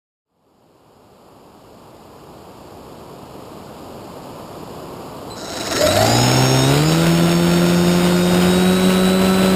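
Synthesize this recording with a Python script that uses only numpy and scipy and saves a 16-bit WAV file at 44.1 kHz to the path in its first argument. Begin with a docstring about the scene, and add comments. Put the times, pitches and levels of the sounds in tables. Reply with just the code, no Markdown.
"""Quadcopter take-off from grass

A small quadcopter is heard from a camera on its own frame over a steady outdoor rush, as the sound fades in
from silence. The speed controllers chirp, the motors stutter into motion and spin up through the frame's
resonances, and it lifts off: blade hum, motor whine and prop wash. One shaft angle drives the tones. The camera
samples at a low rate, mirroring the treble."""
import sys
import numpy as np
from scipy import signal
from scipy.fft import rfft, irfft, next_fast_len
from scipy.io import wavfile
from scipy.ndimage import map_coordinates

SR = 44100
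rng = np.random.default_rng(int(sys.argv[2]) if len(sys.argv) > 2 else 0)


def inscribe(sig):
    """Save sig as 16-bit PCM at rate SR to the path in sys.argv[1].

    A 1-D sig is mono; a 2-D sig holds one channel per row.
    Samples are clipped to [-1, 1] before scaling.
    """
    pcm = np.round(np.clip(np.atleast_2d(sig).T, -1, 1) * 32767)
    wavfile.write(sys.argv[1], SR, pcm.astype(np.int16))


N = 421155
T = np.arange(N) / SR  # s

# rotor run-up: (time [s], blade passes [Hz])
BLADE_PASS_CURVE = [(5.7, 51.34), (5.8, 70.43), (5.9, 92.92), (6.0, 105), (6.09, 115.1), (6.2, 121.7),
                    (6.35, 128.7), (6.62, 131.9), (6.71, 138.6), (6.88, 158.5), (7.01, 166.1),
                    (7.42, 172.1), (8.2, 177.6), (8.35, 178), (8.8, 185.5), (9.06, 186.2), (9.22, 188.7),
                    (9.55, 188.5)]
# two-blade rotor tones, relative to the hum: (multiple of shaft rate [-], level [dB])
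BLADE_ORDERS = [(1, -21), (2, 1), (3, -19), (4, -5), (5, -26), (6, -15), (7, -23), (8, -19.5), (9, -40),
                (10, -21.5), (11, -35), (12, -24), (13, -52), (15, -43), (16, -21.5), (17, -27)]
# motor tones before the mounts: (multiple of shaft rate, rounded in use [-], level [dB], phase jitter [turns])
MOTOR_ORDERS = [(14, -25.5, .06), (42, -27.5, 0.021), (84.3, -24, .04)]
# motor mount resonances: (centre [Hz], half width [Hz], gain [dB])
MOUNT_RESONANCES = [(777, 116, 0.5), (1336, 28.9, -6.5), (1870, 230, -7), (3850, 142, -4.5), (5230, 600, 0)]
# motors out of step: (time ahead of the main one [s], magnet note before the mounts [dB], whine likewise [dB])
STRAGGLER_MOTORS = [(0.064, -30, -30), (-.12, -28, -25.5)]
# electrical whistles before the mounts:
# (multiple of switching rate [-], multiple of shaft rate [-], ground level [dB], flight level [dB])
WHISTLE_ORDERS = [(1, -84, -28, -70), (0, 126, -26.5, -60), (1, -70, -30.5, -63), (1, -42, -30, -33.5),
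                  (0, 56, -25, -50), (0, 52, -30, -48), (1, -52, -39, -36), (-1, 168, -30, -33),
                  (0, 63, -38, -35), (2, -126, -38, -39), (-1, 147, -36, -38)]
# shaking by rotor imbalance and magnets, before the arms: (multiple of shaft rate [-], level [dB])
SHAKING_ORDERS = [(5, -2), (7, -8), (8, -3.5), (9, -20), (10, -7.5), (11, -6), (12, 1), (13, 1), (15, -4),
                  (16, -6), (17, -10), (18, -10)]
# arm bending modes: (centre [Hz], width [Hz], gain [dB])
ARM_MODES = [(292, 41, -3), (622, 59, 1), (750, 220, -10.5), (1400, 170, -20)]
# frame resonances: (centre [Hz], width [Hz], gain [dB])
FRAME_MODES = [(294, 47, 5.5), (658, 47, 8), (1357, 84, 4), (1950, 350, -8), (3895, 180, 2.5),
               (5520, 480, 3.5)]
# prop wash spectrum shape: (frequency [Hz], level [dB])
WASH_SPECTRUM = [(20, -22), (45, -7), (90, -1.5), (270, 1), (420, -1.5), (600, -1.5), (800, -6), (1150, -9),
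                 (1700, -13), (3000, -17.5)]
# blade hiss spectrum shape: (frequency [Hz], level [dB])
HISS_SPECTRUM = [(600, -22), (1200, -3), (1420, 8), (1650, -0.5), (2000, -0.5), (2900, 4), (3300, -1),
                 (3800, 1), (4400, -6.5), (5400, -6), (6000, -4)]
# turbulence surges: (time [s], spread [s], rise [dB])
GUST_SURGES = [(7.169, 0.072, 0), (8.41, .08, 2), (9.4, .18, 1)]
# outdoor rush spectrum shape: (frequency [Hz], level [dB])
RUSH_SPECTRUM = [(15, -57), (25, -18), (106, -1.5), (416, -1), (1060, -7), (1250, -10.5), (1530, -19.5),
                 (1970, -26), (2900, -20), (3650, -24.5), (4910, -20), (5260, -23), (5900, -23.5),
                 (7670, -62), (13000, -120)]

LIFT_START_S, LIFT_END_S = 6.68, 7.12  # legs unload, then leave the grass
HUM_DB, HUM_FULL_HZ, HUM_DB_PER_OCTAVE = -17, 137.3, 19  # hum grows with blade-pass rate up to HUM_FULL_HZ
THIRD_DB = -14.5  # extra third blade harmonic near the ground, relative to the hum
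SHELL_HZ, SHELL_WIDTH_HZ, SHELL_DB = 582, 23.4, 0  # body resonance, added to the direct sound
SWITCH_HZ = 8075  # power switching rate
WASH_DB, HISS_DB = -22, -26  # air noise away from the ground, before gusts
GROUND_WASH_DB, GROUND_HISS_DB = 1.5, 3.8  # extra air noise close to the ground
FADE_START_S, FADE_END_S, RUSH_DB = 0.25, 5.66, -31.5  # rush level at the end of its fade-in
CLIP_LEVEL, TOP_HZ = 0.88, 15300  # peak limit, upper band edge


def amp(db):
    """Decibels to gain."""
    return 10 ** (np.asarray(db) / 20)


def unit(x):
    """x at rms 1."""
    return x / np.sqrt(np.mean(x ** 2) + 1e-20)


def curves(rows):
    """One value per sample for each column after the time."""
    time_s, *columns = np.transpose(rows)
    return [np.interp(T, time_s, column) for column in columns]


def ramp(start_s, end_s):
    """0 before start, 1 after end, linear between."""
    return np.clip((T - start_s) / max(end_s - start_s, 1e-3), 0, 1)


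def wobble(rate_hz):
    """Smooth random curve, rate_hz knots a second."""
    knots = rng.standard_normal(4096)
    return map_coordinates(knots, [T * rate_hz], order=3, mode="wrap")


def filtered(x, response):
    """x times a response of frequency."""
    size = next_fast_len(N + SR // 2)
    spectrum = rfft(x, size) * response(np.fft.rfftfreq(size, 1 / SR))
    return irfft(spectrum, size)[:N]


def coloured(x, points):
    """x through a spectrum of (frequency [Hz], level [dB]) points on a log axis."""
    point_hz, db = np.transpose(points)
    return filtered(x, lambda hz: amp(np.interp(np.log(hz + 1), np.log(point_hz), db)))


def noise(points):
    """Noise of rms 1 with the given spectrum."""
    return unit(coloured(rng.standard_normal(N), points))


def tone(turns):
    """Cosine of rms 1."""
    return np.sqrt(2) * np.cos(2 * np.pi * turns)


def ringing(x, modes):
    """x through parallel resonances (centre [Hz], width [Hz], gain [dB]) of alternating sign."""
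    def response(hz):
        total = 0
        for k, (centre, width, db) in enumerate(modes):
            damping = 1j * hz * width
            total = total + (-1) ** k * amp(db) * damping / (centre ** 2 - hz ** 2 + damping)
        return total
    return filtered(x, response)


def envelope(db, full_s, release_s, rise_db_per_s, fall_db_per_s):
    """Gain that rises to a level, holds it and dies away."""
    rise_db = rise_db_per_s * np.maximum(full_s - T, 0)
    fall_db = fall_db_per_s * np.maximum(T - release_s, 0)
    return amp(db - rise_db - fall_db)


def airborne():
    """0 on the ground, 1 in flight."""
    return ramp(LIFT_START_S, LIFT_END_S)


def stutter():
    """The motors catch in surges, twenty a second, as they start."""
    depth = 0.6 * ramp(5.55, 5.68) * (1 - ramp(5.95, 6.2))
    return 1 + depth * tone(20 * T - 0.4)


def sing(turns):
    """Gain of a gliding tone: it swells each time it crosses a resonance of the motor mounts."""
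    hz = np.gradient(turns) * SR
    return sum(amp(db) / (1 + ((hz - centre) / half_width) ** 2)
               for centre, half_width, db in MOUNT_RESONANCES)


def blades(shaft):
    """Each blade pushes a pressure pulse past the microphone, harder with speed; uneven air flutters weak orders."""
    pass_hz = 2 * np.gradient(shaft) * SR
    hum_db = HUM_DB + HUM_DB_PER_OCTAVE * np.minimum(np.log2(pass_hz / HUM_FULL_HZ), 0)
    near_ground = ramp(6.0, 6.5) * (1 - airborne())
    hum = amp(THIRD_DB) * near_ground * tone(6 * shaft)
    for order, db in BLADE_ORDERS:
        flutter = 0.06 if db > -10 else 0.25
        turns = round(order) * shaft + flutter / 10 * wobble(14)
        hum += amp(db) * tone(turns) * (1 + flutter * wobble(25))

    def shell(hz):
        return 1 + amp(SHELL_DB) / (1 + ((hz - SHELL_HZ) / SHELL_WIDTH_HZ) ** 2)
    return filtered(amp(hum_db) * hum * ramp(5.7, 5.85), shell)


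def motors(shaft):
    """14 magnets pull on the stator, and the windings are switched 42 times a turn."""
    out = np.zeros(N)
    for order, db, jitter_turns in MOTOR_ORDERS:
        turns = round(order) * shaft
        level = amp(db + 1.23 * wobble(25)) * sing(turns)
        out += level * tone(turns + jitter_turns * wobble(35))
    return out * ramp(5.68, 5.78)


def stragglers(shaft):
    """Other motors run up a little early or late, each with its own rising note and whine, then fade out."""
    out = np.zeros(N)
    for ahead_s, magnet_db, whine_db in STRAGGLER_MOTORS:
        own_shaft = np.cumsum(np.interp(T + ahead_s, T, np.gradient(shaft)))
        for order, db in (14, magnet_db), (42, whine_db):
            turns = order * own_shaft
            out += amp(db) * sing(turns) * tone(turns + 0.047 * wobble(40))
    return out * ramp(5.72, 5.83) * (1 - ramp(6.07, 6.57))


def whistles(shaft):
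    """Power switching mixes with the motor's orders into gliding whistles; most weaken at lift-off."""
    out, flying = np.zeros(N), airborne()
    for switch, order, ground_db, flight_db in WHISTLE_ORDERS:
        turns = round(switch) * SWITCH_HZ * T + round(order) * shaft
        level_db = ground_db + (flight_db - ground_db) * flying + 2.5 * wobble(30)
        out += amp(level_db) * sing(turns) * tone(turns)
    return out * ramp(5.7, 5.74)


def chirp(start_s=5.302, pitch_hz=4050, db=-35, t60_s=0.32, rough=0.37):
    """The speed controllers energise the windings with a short chirp."""
    age_s = np.maximum(T - start_s, 0)
    decay = amp(db - 60 * age_s / t60_s) * (T > start_s)
    return decay * tone(pitch_hz * T + 0.089 * wobble(150)) * (1 + rough * wobble(300))


def growl(shaft):
    """On the ground, a fan of shaft orders sweeps up through the arms' bending modes."""
    legs = envelope(db=-21.5, full_s=6.0, release_s=6.7, rise_db_per_s=11, fall_db_per_s=32)
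    shaking = np.zeros(N)
    for order, db in SHAKING_ORDERS:
        turns = round(order) * shaft + rng.random() + 0.047 * wobble(20)
        shaking += amp(db + 2.5 * wobble(18)) * tone(turns)
    return ringing(shaking * legs * ramp(5.64, 5.72), ARM_MODES)


def arm(shaft, start_s=5.8, attack_s=0.015, stop_s=6.07, pitch_hz=596, rise_hz_per_s=230, db=-16.5,
        fall_db_per_s=24):
    """One arm is driven into resonance; the quickening motor pulls its pitch up until it lets go."""
    age_s = np.clip(T - start_s, 0, 1)
    turns = np.cumsum(pitch_hz + rise_hz_per_s * age_s) / SR
    gate = ramp(start_s, start_s + attack_s) * (1 - ramp(stop_s, stop_s + 0.034))
    level = amp(db - fall_db_per_s * age_s + wobble(40)) * gate
    return level * tone(turns + 0.05 * wobble(40)) * (1 + 0.23 * tone(shaft))


def rattle(shaft, step_hz=170):
    """Starting motors jerk in steps and shake the frame; it buzzes once a turn, ever less as it lifts off."""
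    shake = envelope(db=-22.0, full_s=5.74, release_s=6.03, rise_db_per_s=32.5, fall_db_per_s=12)
    steps = step_hz * T + 0.39 * wobble(40)
    running = ramp(4.8, 6.9)  # crossfade from steps to turns
    jolts = (1 - running) * np.exp(0.6 * tone(steps) - 0.1) + running * np.exp(0.35 * tone(shaft))
    buzz = unit(ringing(jolts * rng.standard_normal(N), FRAME_MODES))
    return buzz * shake * np.sqrt(stutter()) * ramp(5.34, 5.38)


def airflow(shaft):
    """Turbulent wash and blade hiss swell in shared gusts and peak between the blades' pressure pulses."""
    gust_db = 0.9 * wobble(16)
    for centre_s, spread_s, db in GUST_SURGES:
        gust_db = gust_db + db * np.exp(-0.5 * ((T - centre_s) / spread_s) ** 2)
    chop = unit(1 + 0.2 * tone(2 * shaft - 0.4) + 0.16 * tone(shaft))
    low = 1 - ramp(6.47, 7.51)  # the rotors' air still strikes the ground
    wash_db = WASH_DB + GROUND_WASH_DB * low + gust_db
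    wash = noise(WASH_SPECTRUM) * amp(wash_db) * ramp(5.45, 5.95)
    hiss_db = HISS_DB + GROUND_HISS_DB * low * ramp(6.0, 6.28) + gust_db + 1.46 * wobble(130)
    hiss = noise(HISS_SPECTRUM) * amp(hiss_db) * ramp(5.39, 5.95) * stutter()
    return chop * (wash + hiss)


def outdoors():
    """Steady distant rush; the sound fades in from silence over the opening seconds, and the rush sinks to half
    as the drone grows loud."""
    fade = ramp(FADE_START_S, FADE_END_S) * (1 - 0.5 * ramp(5.83, 6.9))
    return amp(RUSH_DB) * noise(RUSH_SPECTRUM) * fade


def scene():
    """Sum of the drone's sounds, sharing one shaft angle, and the outdoor rush."""
    pass_hz, = curves(BLADE_PASS_CURVE)
    shaft = np.cumsum(pass_hz / 2) / SR  # turns; two blades
    electric = motors(shaft) + stragglers(shaft) + whistles(shaft) + chirp()
    frame = growl(shaft) + arm(shaft) + rattle(shaft)
    return (blades(shaft) + electric + frame + airflow(shaft) + outdoors())[None]


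def record(dry):
    """The camera rounds off peaks, samples at 12 kHz and holds each value: images around 6 and 12 kHz."""
    band = coloured(dry[0], [(2000, 0), (5000, 0.5), (5500, -1.5), (5780, -8.5), (6000, -22)])
    band = band / (1 + (band / CLIP_LEVEL) ** 8) ** (1 / 8)
    padded = np.pad(band, (0, SR))
    samples = signal.resample(padded, len(padded) * 12000 // SR)
    held = signal.resample(np.repeat(samples, 4), len(padded))[:N]  # each value held for 4 steps at 48 kHz
    return filtered(held, lambda hz: np.clip((TOP_HZ + 100 - hz) / 150, 0, 1))[None]


dry = scene()
out = record(dry)
inscribe(out)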